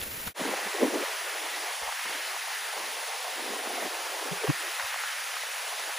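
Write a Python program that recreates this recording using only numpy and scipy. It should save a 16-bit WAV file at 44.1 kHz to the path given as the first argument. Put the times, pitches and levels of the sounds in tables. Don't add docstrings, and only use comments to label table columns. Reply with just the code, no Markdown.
import sys
import numpy as np
from scipy import signal
from scipy.io import wavfile
from scipy.ndimage import uniform_filter1d

SR = 44100
rng = np.random.default_rng(int(sys.argv[2]) if len(sys.argv) > 2 else 0)


def persist_wave(psi):
    counts = np.round(np.clip(psi, -1, 1) * 32767).astype(np.int16)
    wavfile.write(sys.argv[1], SR, np.atleast_2d(counts).T)


def amplitude_ratio(level_db):
    exponent = np.asarray(level_db, float) / 20
    return 10 ** exponent


N = 264047

# frequency in Hz, density in dB per Hz.
SURF_SPECTRUM = [(150, -11), (300, -10), (500, -4), (1000, -7.5), (2000, -3), (4000, -9.5), (6500, -11.5),
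                 (9000, -8.5), (12000, -7), (14000, -8), (15600, -2)]
# frequency in Hz, density in dB per Hz.
RUMBLE_SPECTRUM = [(20, -16), (45, -5), (68, -6), (95, -6), (140, -4.5), (250, -7.5), (500, -29)]
# time in seconds, swell in dB.
SWELL = [
    (0.0, 3.5),
    (0.02, 0.5),
    (0.026, 3.5),
    (0.045, 0),
    (0.262, 0.7),
    (0.276, 5.5),
    (0.292, -2),
]
SURF_DB, RUMBLE_DB = -34, -52.5
RUMBLE_FOLLOWS = 2.2
# start in seconds, peak in dB, pitch in Hz, burst length in seconds.
TICKS = [(0.014, -25, 3050, 0.006), (.215, -32, 10000, 0.0015), (0.273, -27.5, 1446, 0.011),
         (0.809, -26, 795, 0.018), (0.666, -29.5, 700, 0.01), (1.992, -25, 1000, .006),
         (2.363, -27, 800, 0.0071), (2.483, -29, 1000, 0.0061), (5.365, -26.5, 1000, .007),
         (0.535, -22.5, 586, 0.0052), (1.923, -23.5, 1000, 0.007), (3.826, -34.5, 800, 0.0047),
         (3.863, -37, 695, 0.0054), (4.195, -30, 1200, 0.0061), (4.436, -28, 1100, 0.01),
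         (4.4685, -24, 1100, 0.0028), (4.472, -21.5, 700, 0.012), (2.054, -26.5, 800, 0.007),
         (1.08, -28, 650, .012), (4.499, -23, 900, 0.0083), (4.793, -22, 1380, 0.019),
         (4.823, -25, 1490, 0.0056), (4.938, -23.5, 900, 0.012), (4.958, -24, 1010, 0.0072),
         (5.036, -22.5, 1090, 0.0044)]
# middle in seconds, peak in dB, frequency in Hz, length in seconds.
THUDS = [
    (0.017, -44, 80, 0.042),
    (0.095, -46, 75, .04),
    (0.289, -44, 85, .032),
]

CUT_S, FADE_OUT_S, FADE_IN_S, FADE_BEND = 0.338, 0.058, 0.07, 1.75

# time in seconds, strength in dB.
WIND = [(.42, -38), (.9, -37.5), (1.2, -38), (1.55, -39.5), (1.65, -38), (1.78, -41), (2.15, -36.5),
        (2.35, -39.5), (2.55, -38), (2.9, -40), (3.5, -41), (3.9, -39), (4.25, -41), (4.5, -37.5),
        (5.02, -37), (5.2, -38), (5.7, -40), (5.98, -39)]
CALM_DB = -39.5
# frequency in Hz, density in dB per Hz.
NEEDLE_SPECTRUM = [(1200, -23), (2400, -10), (3000, -5.5), (4000, -8), (6000, -10), (7500, -13), (8300, -6),
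                   (10000, -11.5), (12000, -15), (13500, -18.5), (15000, -15.5), (15700, -18)]
# frequency in Hz, density in dB per Hz.
SOUGH_SPECTRUM = [(800, -18.5), (1300, -3.5), (1600, -3.5), (1800, -1.5), (2000, -1.5), (2300, -4.5),
                  (2700, -6.5), (3300, -20)]
# frequency in Hz, density in dB per Hz.
ROAR_SPECTRUM = [(250, -15), (450, -3.5), (600, -1), (740, 0.5), (900, 0), (1100, -1.5), (1400, -14),
                 (2200, -28)]
# frequency in Hz, density in dB per Hz.
BUFFET_SPECTRUM = [(60, -18), (150, -4.5), (280, 1), (450, 0), (700, -9.5), (1300, -38.5)]
NEEDLES_DB, SOUGH_DB, ROAR_DB = -37, -38.5, -42
STILL_DB = -63.5
NEEDLES_FOLLOW, SOUGH_FOLLOWS, ROAR_FOLLOWS = 0.1, 1.04, 0.081
# middle in seconds, buffeting in dB, length in seconds, lift of the branch roar in dB.
EDDIES = [(0.436, -36.5, 0.26, 4.5), (0.674, -49, 0.11, 1.3), (0.755, -38, 0.037, 2.5),
          (0.833, -24, 0.088, 5), (0.962, -34, 0.2, 4), (1.395, -50.5, 0.59, 0.1), (1.66, -56, 0.12, 2.2),
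          (1.792, -70, 0.019, -10), (1.812, -46, 0.047, 5), (1.888, -60, 0.027, 9), (1.98, -65, .06, -2),
          (2.15, -61, .25, -2.5), (2.324, -54, 0.042, 1.5), (2.407, -64, 0.038, -4),
          (2.61, -71, 0.066, -6.5), (2.765, -50, 0.28, 0.5), (3.2, -62, 0.45, 1.3), (3.505, -40, 0.28, 0.5),
          (3.815, -38.5, 0.34, .3), (3.965, -57, 0.17, 3), (4.294, -38.5, 0.34, 1.5),
          (4.45, -31, 0.077, -2), (4.508, -36.5, 0.046, -4), (4.58, -60, 0.04, -5),
          (4.659, -40.5, 0.12, -3.5), (4.825, -55, 0.087, 5.5), (4.92, -70, .05, -0.5),
          (4.945, -59, 0.014, 2), (5.12, -70, 0.66, -4), (5.75, -51, 0.086, 2.5)]
EDDY_RISE, EDDY_FALL = 0.51, 0.59
# middle in seconds, peak in dB, frequency in Hz, length in seconds.
LUMPS = [(.418, -30.5, 228, 0.014), (.458, -29, 276, 0.029), (.491, -36, 450, 0.015),
         (.668, -42.5, 206, 0.037), (.752, -30.5, 414, 0.034), (.826, -20, 460, 0.021),
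         (.836, -27, 262, .032), (.855, -26, 282, .026), (.884, -25, 295, 0.023), (.917, -44, 426, .016),
         (.96, -26.5, 324, 0.025), (.993, -30, 390, 0.018), (1.036, -28.5, 550, .02),
         (4.445, -25, 428, .0092), (4.448, -24, 428, 0.034)]
LUMP_PAN_DB, LUMP_LAG = -0.5, 0.045
# middle in seconds, peak in dB, frequency in Hz, length in seconds.
KNOCKS = [(1.74, -79, 120, .05), (1.97, -76, 330, .12), (1.822, -55, 200, 0.023), (1.835, -49, 55, 0.042),
          (1.878, -62, 200, 0.024), (1.882, -55, 50, .07), (4.324, -30, 167, 0.034), (4.352, -50, 175, 0.1),
          (4.499, -19, 143, .041), (4.5, -20, 295, 0.024), (4.535, -56, 159, .06), (4.803, -62, 209, 0.029),
          (4.845, -52, 82.5, .04), (4.92, -66, 65, .07), (4.975, -78, 100, .04), (5.06, -83, 70, .07),
          (4.82, -74, 320, 0.074)]
KNOCK_PAN_DB, KNOCK_LAG = 1.1, 0.25
# time in seconds, level in dB.
MOAN = [
    (2.9, -80),
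    (3.25, -56),
    (3.4, -45),
    (3.6, -50),
    (3.7, -45),
    (3.87, -40.5),
    (3.95, -62),
    (4.2, -80),
]
MOAN_HZ, MOAN_WIDTH_HZ = 735, 79

# frequency in Hz, lead of the left port in radians, likeness of the ports
PORTS = [(60, 0, .6, 1), (150, .05, .6, 1), (340, .4, .93, .9), (700, 0, .93, .45), (1290, -.6, .87, .3),
         (1700, -.05, .96, .35), (3300, 0, .9, .4), (4200, 0, .8, .8), (7450, -.1, .72, .72),
         (7600, -1.4, .98, .95), (8500, -3.14, .98, .95), (10050, -6.28, .97, .9), (12050, -9.42, .97, .96),
         (13900, -12.57, .97, .9), (15700, -15.7, .97, .9)]
HZ = np.fft.rfftfreq(1024, 1 / SR)
LOOSE_ABOVE_HZ, TIED = 8900, 0.6
# start in seconds, length in seconds, edge in Hz at the start,
# edge in Hz at the end.
OPENINGS = [(0.341, 0.04, 230, 200), (0.388, .178, 108, 107), (.563, 0.1, 200, 188),
            (.658, 0.055, 140, 200), (0.708, 0.096, 258, 246), (0.811, 0.22, 171, 170),
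            (1.065, 0.3, 297, 314), (1.325, .32, 246, 224), (1.647, 0.094, 263, 404),
            (1.779, 0.11, 358, 368), (2.046, .077, 120, 122), (2.121, .17, 228, 270),
            (2.293, .47, 318, 354), (2.764, 0.36, 132, 310), (3.036, 0.32, 384, 390),
            (3.273, 0.034, 340, 280), (3.321, 0.24, 189, 165), (3.565, 0.31, 207, 129),
            (3.909, 0.32, 257, 256), (4.25, 0.044, 226, 200), (4.298, 0.2, 317, 348),
            (4.478, 0.23, 240, 284), (4.694, 0.063, 280, 330), (4.86, 0.82, 410, 375),
            (5.718, 0.05, 380, 283), (5.79, 0.11, 282, 258)]
SHUT_HZ = 450
# middle in seconds, length in seconds, depth in dB.
HOLLOWS = [
    (1.97, .14, -5.5),
    (2.46, .2, -5.5),
    (2.215, .06, -3),
    (4.6, .16, -3.5),
    (4.9, .08, -2),
    (5.87, .1, -2.5),
]
HOLLOW_HZ = 700
# frequency in Hz, level against the difference in dB.
DROP_SUM = [(7000, -30), (8600, -14), (11400, -8), (12000, -10.5), (12700, -6.5), (14800, -6),
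            (15500, -3.5)]
# frequency in Hz, level against the sum in dB.
DROP_DIFFERENCE = [(1500, -20), (2000, -9), (4000, -4.8), (7200, -3), (7900, -9), (10000, -7), (10700, -6),
                   (13400, -4.5), (14800, -4), (15500, -9)]
BANDS = np.r_[0:1025:16]
WAVER_DB, TOP_HZ = 1.5, 15740


def evened(x):
    return x / np.sqrt(np.mean(abs(x) ** 2) + 1e-20)


def smooth_twice(x, size):
    return uniform_filter1d(uniform_filter1d(x, size=size), size=size)


def read(points, hz):
    f, value = np.transpose(points)
    return np.interp(np.log(hz + 1), np.log(f + 1), value)


def curves(table, t):
    s, *columns = np.transpose(table)
    return [np.interp(t, s, c) for c in columns]


def add(mix, s, sound):
    part = mix[:, max(round(s * SR), 0):][:, :sound.shape[1]]
    part += sound[:, :part.shape[1]]


def air_noise(spectrum, ashore, patchy_db, flicker_db, size=N):
    frames = size // 256 + 5
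    *parts, patches = rng.standard_normal((7, len(HZ), frames), np.float32)
    common, separate, loose = (parts[k] + 1j * parts[k + 3] for k in range(3))

    patches = uniform_filter1d(patches, size=10, axis=0)
    patches = evened(uniform_filter1d(patches, size=12, axis=1))
    flicker = evened(uniform_filter1d(rng.standard_normal(frames), size=2))
    level = amplitude_ratio(read(spectrum, HZ)[:, None] + patchy_db * patches + flicker_db * flicker)

    hz, lead, in_pines, on_shore = np.transpose(PORTS)
    half = np.interp(HZ, hz, lead)[:, None] / 2
    same = np.clip(np.interp(HZ, hz, on_shore if ashore else in_pines), 0, 1)[:, None]
    tied = np.where(HZ > LOOSE_ABOVE_HZ, TIED, 1)[:, None]
    shared = np.sqrt((1 + same) / 2)
    own = np.sqrt((1 - same) / 2) * separate
    mid = shared * common * np.cos(half) + 1j * own * np.sin(half)
    partly_tied = tied * common + np.sqrt(1 - tied ** 2) * loose
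    side = 1j * shared * partly_tied * np.sin(half) + own * np.cos(half)
    ports = np.array([mid + side, mid - side]) * level
    return evened(signal.istft(ports, nperseg=1024, noverlap=768)[1][:, :size])


def shore(t):
    t = t[t < CUT_S]
    swell_db = curves(SWELL, t)[0]
    surf = air_noise(SURF_SPECTRUM, True, patchy_db=0.0, flicker_db=1.4, size=len(t))
    surf = surf * amplitude_ratio(SURF_DB + swell_db)
    rumble = air_noise(RUMBLE_SPECTRUM, True, patchy_db=2.0, flicker_db=2.5, size=len(t))
    rumble = rumble * amplitude_ratio(RUMBLE_DB + RUMBLE_FOLLOWS * swell_db)
    return np.pad(surf + rumble, ((0, 0), (0, N - len(t))))


def ticks():
    out = np.zeros((2, N))
    for s, db, hz, length in TICKS:
        t = np.arange(1500) / SR
        burst = rng.standard_normal(1500) * t * np.exp(-t / (0.25 * length))
        edges = [hz * 0.61, min(hz * 1.45, SR / 2.2)]
        burst = signal.sosfilt(signal.butter(2, edges, "band", fs=SR, output="sos"), burst)
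        add(out, s, np.array([burst, burst]) * amplitude_ratio(db) / abs(burst).max())
    return out


def thumps(table, pan_db, lag):
    out = np.zeros((2, N))
    for s, db, hz, length in table:
        t = np.arange(-length / 2, length / 2, 1 / SR)
        turns = hz * t + np.array([[-lag / 2], [lag / 2]]) + 0.5
        gain = amplitude_ratio(db + np.array([[pan_db / 2], [-pan_db / 2]]))
        add(out, s - length / 2, gain * np.hanning(len(t)) * np.cos(2 * np.pi * turns))
    return out


def fade():
    t = np.arange(N) / SR
    away = np.maximum((CUT_S - t) / FADE_OUT_S, (t - CUT_S) / FADE_IN_S)
    return np.sin(np.pi / 2 * np.clip(away, 0, 1)) ** FADE_BEND


def eddies(t):
    buffet, lift_db = amplitude_ratio(STILL_DB) + 0 * t, 0 * t
    for s, db, length, roar_db in EDDIES:
        spread = length * np.where(t < s, EDDY_RISE, EDDY_FALL)
        bell = np.exp(-((t - s) / spread) ** 2)
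        buffet = buffet + amplitude_ratio(db) * bell ** 2
        lift_db = lift_db + roar_db * bell
    return buffet, lift_db


def pines(t):
    wind_db = curves(WIND, t)[0] - CALM_DB
    push, lift_db = eddies(t)
    needles = air_noise(NEEDLE_SPECTRUM, False, patchy_db=1.0, flicker_db=0.5)
    needles = needles * amplitude_ratio(NEEDLES_DB + NEEDLES_FOLLOW * wind_db)
    sough = air_noise(SOUGH_SPECTRUM, False, patchy_db=1.02, flicker_db=0.7)
    sough = sough * amplitude_ratio(SOUGH_DB + SOUGH_FOLLOWS * wind_db)
    roar = air_noise(ROAR_SPECTRUM, False, patchy_db=0.76, flicker_db=1.05)
    roar = roar * amplitude_ratio(ROAR_DB + ROAR_FOLLOWS * wind_db + lift_db)
    buffet = push * air_noise(BUFFET_SPECTRUM, False, patchy_db=2.2, flicker_db=1.5)
    flutter = amplitude_ratio(1.8 * evened(smooth_twice(rng.standard_normal(N), 250)))
    return needles + sough + flutter * (roar + buffet)


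def filter_edge(t):
    edge_hz = SHUT_HZ + 0 * t
    for s, length, start_hz, end_hz in OPENINGS:
        done = (t - s) / length
        is_open = (done >= 0) & (done < 1.03)
        edge_hz = np.where(is_open, start_hz + (end_hz - start_hz) * done, edge_hz)
    return edge_hz


def wind_filter(x, slope_db_per_hz=0.8, lift_hz=46.3, ragged_hz=15.0, leak_db=-47.5, shelf_db=-2.5):
    hz, t, z = signal.stft(x, SR, nperseg=2048, noverlap=1536)
    hz = hz[:, None]
    wobble, seep = evened(uniform_filter1d(rng.standard_normal((2, len(t))), size=3))
    edge_hz = np.where(t > CUT_S, filter_edge(t) + lift_hz + ragged_hz * wobble, -100)
    floor_db = np.minimum(leak_db + 7 * seep, -20)
    cut_db = np.clip(slope_db_per_hz * (hz - edge_hz), floor_db, 0)
    cut_db += shelf_db * (hz < 1.6 * edge_hz)
    hollow_db = sum(db * (abs(t - s) < length / 2) for s, length, db in HOLLOWS)
    cut_db += (hz < HOLLOW_HZ) * hollow_db
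    return signal.istft(z * amplitude_ratio(cut_db), SR, nperseg=2048, noverlap=1536)[1][:, :N]


def moan(t):
    edges = [MOAN_HZ - MOAN_WIDTH_HZ / 2, MOAN_HZ + MOAN_WIDTH_HZ / 2]
    band = signal.butter(2, edges, "band", fs=SR, output="sos")
    return amplitude_ratio(curves(MOAN, t)[0]) * evened(signal.sosfilt(band, rng.standard_normal(N)))


def scene():
    t = np.arange(N) / SR
    air = shore(t) + ticks() + pines(t) * (t > CUT_S) + moan(t)
    blows = thumps(THUDS, 0, 0)
    blows += thumps(LUMPS, LUMP_PAN_DB, LUMP_LAG)
    blows += thumps(KNOCKS, KNOCK_PAN_DB, KNOCK_LAG)
    return wind_filter(air) + blows


def roll_off(x):
    return signal.sosfilt(signal.butter(12, 16100, fs=SR, output="sos"), x)


def record(dry):
    pair = np.array([dry[0] + dry[1], dry[0] - dry[1]]) / 2
    hz, t, z = signal.stft(pair, SR, nperseg=2048, noverlap=1024)
    power_db = 10 * np.log10(np.add.reduceat(abs(z) ** 2, BANDS, axis=1) + 1e-20)
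    width = np.diff(BANDS, append=len(hz))
    middle_hz = hz[BANDS] + width * hz[1] / 2
    limit_db = np.array([read(DROP_SUM, middle_hz), read(DROP_DIFFERENCE, middle_hz)])[..., None]
    waver = evened(uniform_filter1d(rng.standard_normal(power_db.shape), size=3))
    strong = power_db - power_db[::-1] > limit_db + WAVER_DB * waver
    keep = np.repeat(strong, width, axis=1) & (hz < TOP_HZ)[:, None]
    kept = signal.istft(z * keep, SR, nperseg=2048, noverlap=1024)[1][:, :N]
    mid, side = kept * fade()
    return roll_off(np.array([mid + side, mid - side]))


dry = scene()
out = record(dry)
persist_wave(out)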